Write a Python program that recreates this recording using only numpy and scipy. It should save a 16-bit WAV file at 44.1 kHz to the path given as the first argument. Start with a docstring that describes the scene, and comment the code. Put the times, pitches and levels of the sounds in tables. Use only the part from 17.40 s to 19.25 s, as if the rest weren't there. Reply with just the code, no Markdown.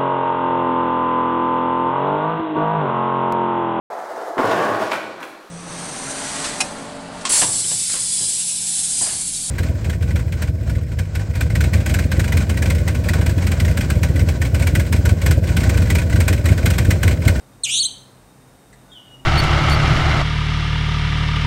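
"""Nightjar on a tiled roof

One harsh call, a frequency-modulated whistle, dives, climbs with a very fast trill and ends in two
clean arches. Reflection from tiles and walls returns it as a short echo. Later something ticks softly
(damped noise) and another bird whistles a thin falling note. Behind them lie a faint far tone,
a low rumble, a distant machine's hum and an insect-like hiss."""
import sys
import numpy as np
from scipy import signal
from scipy.fft import rfft, irfft
from scipy.io import wavfile
from scipy.ndimage import uniform_filter1d

SR = 44100
rng = np.random.default_rng(int(sys.argv[2]) if len(sys.argv) > 2 else 0)


def to_wav(sig):
    """Store sig (one row per channel, or 1-D mono) as 16-bit WAV at the path in sys.argv[1].

    Samples outside -1..1 are clipped; the rate is SR.
    """
    pcm = np.clip(np.atleast_2d(sig), -1, 1) * 32767
    pcm = np.round(pcm).astype(np.int16)
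    wavfile.write(sys.argv[1], SR, pcm.T)  # frames by channels


N = 81585

CALL_START_S, CALL_END_S = 0.234, 0.473
TRILL_START_S, TRILL_END_S, TRILL_HZ = 0.2402, 0.4, 189.8
SLACK_HZ, TAUT_HZ = 2330, 3340  # pitches at which the membranes are fully slack and fully taut
PULSE_DB, SHIMMER_DB, RASP_DB, SLACK_RASP_DB = 3, -0.47, -38, -48
# Centre pitch about which the trill swings: time_s, pitch_hz
CALL_PITCH = [(.235, 4298), (.241, 4070), (.244, 3463), (.249, 3245), (.258, 2848), (.269, 2658),
              (.279, 2402), (.29, 2566), (.305, 2822), (.32, 3060), (.345, 3229), (.37, 3380), (.385, 3550),
              (.397, 3694), (.400, 4402), (.405, 4476), (.417, 4358), (.425, 4080), (.431, 3292),
              (.438, 3110), (.448, 3134), (.453, 3806), (.458, 4126), (.464, 4170), (.471, 3920)]
# Source strength ahead of the throat: time_s, fundamental_db, overtones_db
CALL_EFFORT = [(.236, -15.5, -12.5), (.245, -13.5, -13.5), (.254, -19, -16), (.264, -17, -30),
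               (.282, -22, -30), (.3, -15, -22.5), (.32, -18.5, -19), (.345, -11.5, -17), (.37, -14, -16.5),
               (.395, -14.5, -14.5), (.404, -7.5, -21), (.42, -13.5, -18), (.44, -18.5, -14),
               (.456, -11.5, -15), (.465, -17.5, -18)]
# Harmonic series, from the fundamental up: gain_db, slack_change_db
CALL_HARMONICS = [(-2.5, 0.5), (-1, -7.5), (2, -5), (-8, 14), (-19, 24)]
# Resonances of the throat and open beak: frequency_hz, gain_db
THROAT_GAIN = [(1750, -45), (2120, -12), (2450, -4.5), (3150, -7), (3750, -2.5), (4100, -0.5), (4480, -1.5),
               (4900, 1.5), (5400, -6), (6000, -.5), (7300, -6.5), (8350, 0), (9000, -3.5), (10000, -18.5),
               (11400, -27.5), (12700, -40), (14700, -29), (15800, -42)]
# Change in those resonances at the widest gape, on the lowest notes: frequency_hz, change_db
GAPE_CHANGE = [(3600, 3.5), (5600, -5), (6800, 10), (7700, 7), (9200, -18.5), (10300, 7), (11500, 19),
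               (12700, 9), (15000, 6)]
def nightjar():
    """Source and filter: trilled harmonics sweep the throat's resonances; slack membranes add roughness."""
    since = np.arange(N) / SR - TRILL_START_S
    centre_hz = uniform_filter1d(curve(CALL_PITCH, 1), size=90)
    slack = np.interp(centre_hz, [SLACK_HZ, TAUT_HZ], [1, 0])
    trilling = gate(TRILL_START_S, TRILL_END_S, attack_s=0.0042, release_s=0.0042)
    trill_phase = 2 * np.pi * TRILL_HZ * since + 0.18 * wobble(65)
    trill = trilling * (np.cos(trill_phase) + 0.24 * np.cos(2 * trill_phase))  # a skewed swing
    # The swing widens as the trill begins, and no two swings are quite alike.
    swing_hz = np.interp(since, [0, 0.068], [271, 423]) * (1 + 0.069 * wobble(120))
    jitter = 0.0038 + trilling * (0.0062 + 0.0077 * slack)  # share of the pitch
    hz = (centre_hz + swing_hz * trill) * (1 + jitter * wobble(730))
    phase = 2 * np.pi * np.cumsum(hz) / SR
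    fundamental = undb(curve(CALL_EFFORT, 1) + PULSE_DB * trill)  # swells at the top of each swing
    overtones = undb(curve(CALL_EFFORT, 2))
    voice = np.zeros(N)
    for k, (gain_db, slack_change_db) in enumerate(CALL_HARMONICS, 1):
        strength = (fundamental if k == 1 else overtones) * undb(gain_db + slack_change_db * slack)
        resonance = response(THROAT_GAIN, k * hz) * response(GAPE_CHANGE, k * hz) ** slack
        voice += strength * resonance * np.sin(k * phase) * (k * hz < SR / 2)
    rasp_gain = (undb(RASP_DB) + undb(SLACK_RASP_DB) * slack) * fundamental * trilling
    rasp = rasp_gain * noise(lambda f: response(THROAT_GAIN, f))
    shimmer = undb(SHIMMER_DB * trilling * wobble(280))
    return (voice * shimmer + rasp) * gate(CALL_START_S, CALL_END_S, attack_s=0.0027, release_s=0.0057)


# The other bird's falling note: time_s, pitch_hz, level_db
LOWER_VOICE = [(1.48, 3676, -67), (1.512, 3620, -54), (1.52, 3310, -44), (1.548, 3195, -45.5),
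               (1.572, 2990, -40), (1.59, 2880, -48), (1.67, 2900, -59.5), (1.735, 2896, -45),
               (1.77, 2888, -48.5), (1.785, 2760, -65)]
# Its second, higher voice early in the note: time_s, pitch_hz, level_db
HIGHER_VOICE = [(1.51, 3750, -58), (1.525, 3670, -45.5), (1.553, 3446, -48.5), (1.575, 3300, -63),
                (1.615, 3400, -62), (1.69, 3300, -68)]
# Second harmonic relative to the fundamental: frequency_hz, gain_db
OCTAVE_GAIN = [(5850, -20.5), (6500, -36), (7200, -10), (7600, -24)]
def whistling_bird():
    """Biphonation: two slightly unsteady tones sound at once, each with a weak second harmonic."""
    note = np.zeros(N)
    for voice in (LOWER_VOICE, HIGHER_VOICE):
        hz = curve(voice, 1) * (1 + 0.0118 * wobble(150))
        phase = 2 * np.pi * np.cumsum(hz) / SR
        tone = np.sin(phase) + response(OCTAVE_GAIN, 2 * hz) * np.sin(2 * phase)
        envelope = gate(voice[0][0], voice[-1][0] + 0.022, attack_s=0.011, release_s=0.01)
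        note += tone * undb(curve(voice, 2)) * envelope
    return note


# Spectral envelope of the tick: frequency_hz, gain_db
TICK_SPECTRUM = [(700, -25), (1200, -26), (1600, 3), (1950, 10), (2900, -24), (4000, -3), (5100, -15),
                 (6100, -8), (6800, -16), (7900, 1.5), (10000, -24), (15000, -37)]
def tick(start_s=1.329, level_db=-44.5, t60_s=0.09):
    """Exponential damping: coloured noise starts abruptly and dies away as one soft tick."""
    since = np.arange(N) / SR - start_s
    decay = (since > 0) * np.exp(-np.log(1000) * np.abs(since) / t60_s)
    return undb(level_db) * decay * noise(lambda f: response(TICK_SPECTRUM, f))


# Reflections from the roof tiles: delay_s, gain_db
TILE_REFLECTIONS = [(.0021, -15), (.0063, -11.5)]
def tiles(direct):
    """Comb filtering: the direct sound interferes with its early reflections from the roof."""
    t = np.arange(N) / SR
    return direct + sum(undb(db) * np.interp(t - delay_s, t, direct) for delay_s, db in TILE_REFLECTIONS)


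WALL_DELAY_S, WALL_SPREAD_S, WALL_DB = 0.057, 0.0033, -22
# Colour of the scattered sound: frequency_hz, gain_db
YARD_SPECTRUM = [(1500, -9.5), (3100, 8), (4400, -1.5), (6300, -4), (7400, -5), (8400, -4.5), (9400, 1),
                 (13000, 1)]
def yard(source, tail_db=-11.5, t60_s=0.47, build_s=0.002):
    """Reverberation: scattering gives a diffuse, decaying tail, and a wall adds one smeared echo."""
    t = np.arange(N) / SR
    tail = unit((1 - np.exp(-t / build_s)) * np.exp(-np.log(1000) * t / t60_s))
    wall = unit(np.exp(-((t - WALL_DELAY_S) / WALL_SPREAD_S) ** 2))
    envelope = np.hypot(undb(tail_db) * tail, undb(WALL_DB) * wall)  # incoherent sounds add in power
    colour = response(YARD_SPECTRUM, np.arange(N // 2 + 1) * SR / N)
    scatter = irfft(rfft(rng.standard_normal(N)) * colour, N)
    return signal.fftconvolve(source, scatter * envelope / np.sqrt(N))[:N]


def far_tone(pitch_hz=1484, level_db=-61.5):
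    """Simple harmonic motion: a faint, distant sine tone of almost constant pitch."""
    hz = pitch_hz * (1 + 0.0019 * wobble(19))
    phase = 2 * np.pi * np.cumsum(hz) / SR
    return undb(level_db) * np.sin(phase) * gate(start_s=1.42, end_s=1.77, attack_s=0.05, release_s=0.05)


# Bands of low rumble and high hiss: centre_hz, width_hz, level_db
NOISE_BANDS = [(43, 13, -52.5), (129, 12.4, -58.5), (146.5, 200, -55), (3708, 110, -70), (8580, 520, -67.5)]
def rumble_and_hiss():
    """Band-limited noise: the low bands are heard as rumble, the high ones as an insect-like hiss."""
    return sum(undb(level_db) * noise(lambda f: 1 / (1 + (2 * (f - centre_hz) / width_hz) ** 4))
               for centre_hz, width_hz, level_db in NOISE_BANDS)


# Partials of a distant machine's hum: pitch_hz, level_db
HUM_PARTIALS = [(97, -65.5), (128, -59), (193.5, -64.5), (257, -64)]
def machine_hum(flutter_db=4, waver=0.017):
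    """A line spectrum under random modulation: each partial drifts in level and in pitch."""
    hum = np.zeros(N)
    for pitch_hz, level_db in HUM_PARTIALS:
        gain = undb(level_db + flutter_db * wobble(5.2))
        hz = pitch_hz * (1 + waver * wobble(8.6))
        hum += gain * unit(np.sin(2 * np.pi * np.cumsum(hz) / SR))
    return hum


# Spectral envelope of the outdoor background: frequency_hz, gain_db
AIR_SPECTRUM = [(160, -40), (280, -2.5), (380, -4.5), (420, -5), (473, -6), (533, -5), (931, -8.5),
                (3480, -23.5), (3660, -23), (8680, -23), (16000, -30.5)]
def air(level_db=-52.5):
    """A continuous spectrum: steady broadband noise, strongest at a few hundred hertz."""
    return undb(level_db) * noise(lambda f: response(AIR_SPECTRUM, f))


def undb(db):
    """Decibels to amplitude ratio."""
    return 10 ** (np.asarray(db) / 20)


def unit(x):
    """Normalisation to rms 1."""
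    return x / np.sqrt(np.mean(x ** 2))


def curve(table, column):
    """Linear interpolation of one table column over time."""
    rows = np.array(table)
    return np.interp(np.arange(N) / SR, rows[:, 0], rows[:, column])


def gate(start_s, end_s, attack_s, release_s):
    """An envelope with raised-cosine attack and release."""
    t = np.arange(N) / SR
    ramp = np.clip(np.minimum((t - start_s) / attack_s, (end_s - t) / release_s), 0, 1)
    return np.sin(np.pi / 2 * ramp) ** 2


def response(points, hz):
    """Frequency response: the amplitude ratio at hz, from rows of frequency_hz, gain_db."""
    rows = np.array(points)
    return undb(np.interp(np.log(np.maximum(hz, 1)), np.log(rows[:, 0]), rows[:, 1]))


def noise(shape):
    """Spectral shaping: white noise weighted by shape(frequency_hz), at rms 1."""
    hz = np.arange(N // 2 + 1) * SR / N
    return unit(irfft(rfft(rng.standard_normal(N)) * shape(hz), N))


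def wobble(rate_hz):
    """Low-pass noise: random motion up to about the given rate."""
    return noise(lambda f: 1 / (1 + (f / rate_hz) ** 2))


def scene():
    """Superposition: both birds and the tick reverberate in one yard, over the background."""
    call, whistle, tap = nightjar(), whistling_bird(), tick()
    echo = yard(call + undb(3.5) * whistle + undb(3) * tap)  # farther sources are more reverberant
    background = far_tone() + rumble_and_hiss() + machine_hum() + air()
    return (tiles(call) + whistle + tap + echo + background)[None]


def record(dry, low_cut_hz=50, high_cut_hz=15650):
    """Band limiting: filters remove the deepest rumble and the highest treble."""
    high_pass = signal.butter(6, low_cut_hz, "high", fs=SR, output="sos")
    low_pass = signal.ellip(10, 0.2, 70, high_cut_hz, fs=SR, output="sos")
    return signal.sosfilt(low_pass, signal.sosfilt(high_pass, dry))


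dry = scene()
out = record(dry)
to_wav(out)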